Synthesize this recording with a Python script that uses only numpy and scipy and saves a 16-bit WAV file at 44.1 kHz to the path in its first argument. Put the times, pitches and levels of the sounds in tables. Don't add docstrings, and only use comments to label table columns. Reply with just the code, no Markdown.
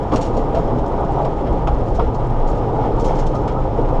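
import sys
import numpy as np
from scipy import signal
from scipy.fft import rfft, irfft, next_fast_len
from scipy.io import wavfile
from scipy.ndimage import uniform_filter1d, map_coordinates

SR = 44100
rng = np.random.default_rng(int(sys.argv[2]) if len(sys.argv) > 2 else 0)


def master(y):
    cut = np.clip(np.atleast_2d(y).T, -1, 1)
    pcm = np.round(cut * 32767)
    wavfile.write(sys.argv[1], SR, pcm.astype(np.int16))


N = 176400


def amp(db):
    return 10 ** (np.asarray(db) / 20)


def unit(x):
    return x / np.sqrt(np.mean(x ** 2) + 1e-20)


def clock():
    return np.arange(N) / SR


def curve(rows):
    return np.interp(clock(), *np.transpose(rows))


def wobble(knots_per_s):
    return map_coordinates(rng.standard_normal(1024), [clock() * knots_per_s + 3], mode="wrap")


def filtered(x, response):
    size = next_fast_len(N + SR // 2)
    return irfft(rfft(x, size) * response(np.fft.rfftfreq(size, 1 / SR)), size)[:N]


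def colour(points):
    hz, db = np.transpose(points)
    return lambda f: amp(np.interp(np.log(f + 1), np.log(hz), db)) * np.minimum(f / hz[0], 1) ** 2


def resonances(modes):
    return lambda f: sum((-1) ** k * amp(db) * 1j * f * width / (hz * hz - f * f + 1j * f * width)
                         for k, (hz, width, db) in enumerate(modes))


def lowpassed(response, edge_hz, order):
    return lambda f: response(f) / (1 + (f / edge_hz) ** order)


def pitch_window(f, centre_hz, spread_oct):
    return np.exp(-.5 * (np.log2(f / centre_hz) / spread_oct) ** 2)


def noise(response):
    return unit(filtered(rng.standard_normal(N), response))


def steadied(x, span_s):
    power = uniform_filter1d(x * x, max(int(span_s * SR), 2))
    return x / np.sqrt(np.abs(power) + 1e-9)


def blow(start_s, rise_s, t60_s):
    age_s = clock() - start_s
    return np.clip(age_s / rise_s, 0, 1) * amp(-60 * np.maximum(age_s - rise_s, 0) / t60_s)


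def rolling(roar_gain_db=0.5, ring_gain_db=-1, hiss_db=-47.5):
    # time_s, level_db
    roar_levels = [(0, -23), (.09, -27), (.22, -22), (.5, -24), (.62, -21.5), (.9, -22.5), (1.4, -24),
                   (1.53, -20), (1.62, -26), (1.85, -23.5), (2.02, -23.5), (2.3, -26), (2.55, -23),
                   (2.85, -21.5), (3.1, -21), (3.25, -24.5), (3.42, -22.5), (3.6, -24), (3.95, -23.5)]
    ring_levels = [(0, -26.5), (.5, -25.5), (.6, -25), (.87, -25), (1.05, -23.5), (1.2, -21.5),
                   (1.32, -25.5), (1.62, -25.5), (1.8, -27), (2.1, -27.5), (2.42, -25), (2.62, -26),
                   (2.8, -22.5), (2.94, -27.5), (3.1, -23), (3.28, -25.5), (3.7, -26.5), (3.95, -24)]
    # freq_hz, density_db
    roar_spectrum = [(70, -1.5), (180, -3.5), (222, -2), (243, -2.5), (268, -1.5), (305, 3), (345, -2.5),
                     (440, 1), (475, -2), (525, 1), (600, -5), (720, -22), (1100, -84), (2000, -120)]
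    ring_spectrum = [(450, -39), (610, -6.5), (680, 2), (745, -1.5), (795, 2), (960, -1.5), (1030, -9.5),
                     (1170, -10.5), (1240, -8.5), (1330, -17), (1480, -19), (1650, -39), (2500, -84),
                     (4000, -120)]
    hiss_spectrum = [(700, -17), (1600, 6), (2000, 2.5), (2600, -2.5), (3200, -2), (4000, -8.5),
                     (4700, -12), (5200, -9), (5900, -14.5), (7000, -16.5), (9000, -26.5), (11000, -30.5),
                     (11800, -63.5)]
    roar = steadied(noise(colour(roar_spectrum)), span_s=0.11)
    roar *= amp(roar_gain_db + curve(roar_levels) + 0.47 * wobble(22.16))
    ring_db = curve(ring_levels)
    ring = steadied(noise(colour(ring_spectrum)), span_s=0.091)
    ring *= amp(ring_gain_db + ring_db + 1.3 * wobble(30.33))
    hiss = noise(colour(hiss_spectrum))
    hiss *= amp(hiss_db + 0.37 * (ring_db - ring_db.mean()) + 0.96 * wobble(40))
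    return roar + ring + hiss


def carriage(rumble_gain_db=-1.5, boom_gain_db=-2.5):
    # freq_hz, width_hz, gain_db
    throb_modes = [(25.45, 4, 1), (31.5, 16, -21.5)]
    rumble_modes = [(58.6, 9.1, 4), (62, 11, -2.5)]
    boom_modes = [(109, 3.7, -1), (132.2, 24, -7), (167, 9.1, -12)]
    # time_s, level_db
    throb_levels = [(0.0, -30.5), (0.32, -20.5), (1.48, -27.5), (1.52, -22.5), (2.07, -19), (2.11, -25),
                    (2.54, -12.5), (2.58, -26.5), (3.27, -16), (3.48, -32), (3.64, -17), (3.71, -31),
                    (3.75, -20.5), (3.9, -16)]
    rumble_levels = [(0, -25), (.3, -28), (.7, -29.5), (1.0, -26), (1.42, -29.5), (1.55, -20), (2.1, -21.5),
                     (2.25, -28.5), (2.5, -35), (2.7, -28), (3.2, -33.5), (3.36, -20), (3.48, -26.5),
                     (3.95, -27)]
    boom_levels = [(0, -34.5), (.14, -21), (.3, -27), (.6, -26.5), (.75, -30), (.95, -28), (1.25, -21),
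                   (1.4, -27.5), (1.7, -24.5), (2.15, -23), (2.29, -17.5), (2.45, -31.5), (2.67, -19.5),
                   (2.9, -25), (3.3, -22.5), (3.95, -23.5)]

    def shake(modes, levels, edge_hz, span_s):
        vibration = noise(lowpassed(resonances(modes), edge_hz, order=8))
        return steadied(vibration, span_s) * amp(curve(levels))

    throb = shake(throb_modes, throb_levels, edge_hz=56, span_s=0.15)
    rumble = shake(rumble_modes, rumble_levels, edge_hz=180, span_s=0.36)
    boom = shake(boom_modes, boom_levels, edge_hz=217, span_s=0.11)
    return throb + amp(rumble_gain_db) * rumble + amp(boom_gain_db) * boom


def wind(level_db=-29.5, gust_db=2):
    # freq_hz, density_db
    spectrum = [(18, 0.5), (33, 0), (45, 4.5), (75, -6), (120, -15.5), (300, -23), (1000, -75.5),
                (3000, -120)]
    return noise(colour(spectrum)) * amp(level_db + gust_db * wobble(9))


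def knocks():
    # start_s, level_db, pitch_hz, spread_oct, rise_s, t60_s
    bumps = [(0.114, -12.5, 520, 1.6, 0.024, 0.2), (0.339, -18, 400, 0.94, 0.039, .18),
             (.528, -20, 560, 0.84, 0.018, 0.34), (1.165, -19.5, 717, 0.22, 0.029, 0.36),
             (1.247, -20, 786, 0.55, 0.008, 0.11), (1.673, -16, 800, 1.1, 0.0072, 0.068),
             (1.992, -22, 1190, 0.28, 0.0036, 0.09), (2.009, -19.5, 433, 0.11, 0.015, 0.13),
             (2.775, -21.5, 835, 0.14, 0.019, 0.77), (3.02, -19, 430, 0.46, .015, 0.13),
             (3.09, -18.5, 690, 0.6, 0.013, 0.23), (3.779, -16, 370, 0.42, 0.012, 0.23),
             (3.918, -21, 480, 0.56, 0.012, 0.06)]
    # freq_hz, width_hz, gain_db
    body_modes = [(225, 31, 2), (315, 35, -3.5), (451, 35, 1), (513.6, 36, 3.5), (664, 97, -4),
                  (870, 110, -9), (977, 35, -10), (1040, 70, -8.5), (1147, 67, -7), (1390, 78, -11.5)]
    out = np.zeros(N)
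    body = noise(resonances(body_modes))
    for start_s, level_db, pitch_hz, spread_oct, rise_s, t60_s in bumps:
        band = lowpassed(lambda f: pitch_window(f + 1, pitch_hz, spread_oct), edge_hz=1500, order=8)
        wood = steadied(filtered(body, band), span_s=0.025)
        out += amp(level_db) * blow(start_s, rise_s, t60_s) * wood
    return out


def clacks(crack_gain_db=-1, ring_gain_db=2):
    # start_s, level_db, rise_s, t60_s
    hits = [(0.115, -38, 0.0054, 0.26), (.160, -46, 0.0018, 0.18), (.212, -47, 0.015, .3),
            (0.545, -41, .003, 0.37), (1.245, -40.5, 0.0036, 0.13), (1.463, -41.5, .01, 0.092),
            (1.672, -34, 0.0018, 0.084), (1.992, -39.5, 0.0048, 0.21), (2.79, -47.5, 0.061, 0.33),
            (3.075, -43, 0.019, 0.49), (3.178, -42, 0.0082, 0.18), (3.476, -38, 0.0035, 0.2)]
    # freq_hz, density_db
    crack_spectrum = [(500, -20), (1300, 6), (1800, 4.5), (2500, 0), (3300, 2), (4500, -15), (5600, -16),
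                      (8000, -27), (10500, -49), (12000, -73.5)]
    # freq_hz, width_hz, gain_db
    gear_modes = [(1300, 100, 11), (1870, 140, -1), (2180, 140, 0.5), (2437, 37, -2), (2826, 70, -3),
                  (3280, 180, -6), (3700, 160, -10.5), (5260, 360, -8)]
    crack = amp(crack_gain_db) * noise(colour(crack_spectrum))
    ring = amp(ring_gain_db) * noise(lowpassed(resonances(gear_modes), edge_hz=7000, order=6))
    envelope = sum(amp(db) * blow(start_s, rise_s, t60_s) for start_s, db, rise_s, t60_s in hits)
    return (crack + ring) * envelope


def fittings(ring_gain_db=-3.5, crash_gain_db=-1, grit=0.29, taps_per_s=28, tap_db=-60.5, scatter_db=5):
    # start_s, level_db, rise_s, t60_s, large_share
    rattles = [(.119, -46.5, 0.0037, .12, 1), (.134, -43, 0.0058, 0.21, 0.9),
               (0.1591, -32.5, .0015, 0.047, 1), (.176, -49, .003, .07, 1), (0.207, -38, 0.0092, 0.15, 1),
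               (.245, -47, 0.0074, 0.29, 1), (.364, -43.5, 0.0058, 0.16, 0.86),
               (0.545, -46, 0.0025, 0.25, 0.9), (.783, -51, 0.0053, 0.07, 0.9),
               (.857, -52, 0.0036, .07, 0.1), (1.246, -47.5, 0.0067, 0.056, 0.8),
               (1.672, -46, 0.0017, 0.088, 1), (1.947, -45, 0.0049, 0.13, 0),
               (2.138, -50, 0.0089, 0.081, 0.06), (2.467, -47, 0.013, 0.24, 0.3),
               (2.994, -43, 0.007, 0.14, 0), (3.041, -41, 0.0055, 0.28, 0), (3.148, -46.5, 0.0055, 0.26, 0),
               (3.182, -44.5, 0.011, 0.14, 0), (3.26, -50, 0.008, 0.14, 0.04),
               (3.343, -47, 0.0076, 0.13, 0), (3.4755, -45.5, 0.0017, 0.069, 0.3)]
    # freq_hz, width_hz, gain_db
    large_modes = [(2800, 90, 1), (3260, 60, -2), (4330, 110, -1), (5110, 70, 0), (5612, 50, -1),
                   (6330, 60, -3), (6650, 45, 0), (7010, 70, 0)]
    small_modes = [(3190, 45, -1), (3700, 35, -2), (4360, 40, -4), (4960, 30, 0), (5390, 45, 1),
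                   (5900, 40, 1), (6190, 45, -1), (6445, 45, 0), (6960, 45, -3), (7615, 35, -6)]
    # freq_hz, density_db
    contact_spectrum = [(1000, -12.5), (2600, -1), (3400, -1), (4500, -2), (5800, -4), (7100, -2.5),
                        (8000, -10), (10000, -20.5), (11500, -23.5), (13000, -43.5)]
    large_force, small_force = np.zeros((2, N))
    for start_s, level_db, rise_s, t60_s, large_share in rattles:
        burst = amp(level_db) * blow(start_s, rise_s, t60_s)
        large_force += burst * large_share
        small_force += burst * (1 - large_share)
    contacts = unit(rng.standard_normal(N) * np.exp(grit * wobble(900)))
    tap_onsets = rng.random(N) < taps_per_s / SR
    taps = tap_onsets * amp(tap_db + scatter_db * np.clip(rng.standard_normal(N), -2, 2))
    chatter = signal.fftconvolve(taps, blow(0, rise_s=0.0019, t60_s=0.055))[:N]

    def struck(force, response):
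        return filtered(contacts * force, response) / np.std(filtered(contacts, response))

    ring = sum(struck(force + chatter / 2, lowpassed(resonances(modes), edge_hz=9000, order=10))
               for force, modes in [(large_force, large_modes), (small_force, small_modes)])
    crash = struck(large_force + small_force + chatter, colour(contact_spectrum))
    return amp(ring_gain_db) * ring + amp(crash_gain_db) * crash


def clanks():
    # start_s, level_db, pitch_hz, spread_oct, rise_s
    hits = [(.555, -16.5, 675, 0.074, 0.014), (1.672, -21.5, 1250, 0.078, 0.0017),
            (1.6725, -35, 2480, .08, 0.0018), (1.676, -21, 817, .08, 0.0029),
            (1.983, -19.5, 704, .06, 0.0047), (1.993, -21, 1100, 0.27, 0.0026)]
    # freq_hz, gain_db, t60_s
    axle_modes = [(668, 6, 0.16), (725, 4.5, 0.22), (803, -2, 0.2), (925, 1, .12), (1050, -6, 0.12),
                  (1277, -2, 0.046), (1375, -3, 0.18), (1970, 1, .12), (2107, -3, .12), (2570, 3, 0.026),
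                  (3150, -12, 0.089), (4200, -5, 0.052)]
    out = np.zeros(N)
    mode_hz, mode_db, mode_t60_s = np.transpose(axle_modes)
    for start_s, level_db, pitch_hz, spread_oct, rise_s in hits:
        gains = amp(mode_db) * pitch_window(mode_hz, pitch_hz, spread_oct)
        gains *= np.sqrt(2) / (np.linalg.norm(gains) + 1e-12)
        phases = rng.random(len(axle_modes))
        for hz, gain, t60_s, phase in zip(mode_hz, gains, mode_t60_s, phases):
            partial = gain * np.sin(2 * np.pi * (hz * clock() + phase))
            out += amp(level_db) * blow(start_s, rise_s, t60_s) * partial
    return out


def groan(octave_db=-1, waver_hz=2.9):
    # start_s, length_s, first_hz, last_hz, level_db
    flexes = [(0.686, 0.138, 106.4, 140, -22)]
    out = np.zeros(N)
    for start_s, length_s, first_hz, last_hz, level_db in flexes:
        progress = np.clip((clock() - start_s) / length_s, 0, 1)
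        pitch_hz = first_hz + (last_hz - first_hz) * progress + waver_hz * wobble(60)
        phase = 2 * np.pi * np.cumsum(pitch_hz) / SR
        swell = np.sin(np.pi * progress)
        tone = swell * np.sin(phase) + amp(octave_db) * swell ** 2 * np.sin(2 * phase)
        out += amp(level_db) * np.sqrt(2) * tone
    return out


def ticks(rise_s=0.001, t60_s=0.028):
    # start_s, level_db
    hits = [(.879, -52), (1.007, -52), (1.121, -54), (2.2696, -51), (2.305, -55), (2.501, -56)]
    # freq_hz, density_db
    spectrum = [(2500, -20), (5000, -5.5), (7000, 1.5), (8500, -3), (10000, -13.5), (12500, -16)]
    envelope = sum(amp(level_db) * blow(start_s, rise_s, t60_s) for start_s, level_db in hits)
    return noise(colour(spectrum)) * envelope


def wheel_song(waver_hz=32):
    # start_s, length_s, pitch_hz, level_db
    rubs = [(2.686, 0.086, 1216, -39), (3.308, 0.092, 1247, -32), (3.529, 0.091, 1285, -31.5)]
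    out = np.zeros(N)
    for start_s, length_s, pitch_hz, level_db in rubs:
        swell = np.sin(np.pi * np.clip((clock() - start_s) / length_s, 0, 1))
        phase = 2 * np.pi * np.cumsum(pitch_hz + waver_hz * wobble(150)) / SR
        out += amp(level_db) * swell * np.sin(phase)
    return out


def scene():
    ride = rolling() + carriage() + groan()
    impacts = knocks() + clanks() + clacks() + fittings() + ticks()
    return (ride + impacts + wheel_song() + wind())[None]


def record(dry):
    top_hz = 12800
    return filtered(dry[0], lambda f: 1 / (1 + (f / top_hz) ** 60))[None]


dry = scene()
out = record(dry)
master(out)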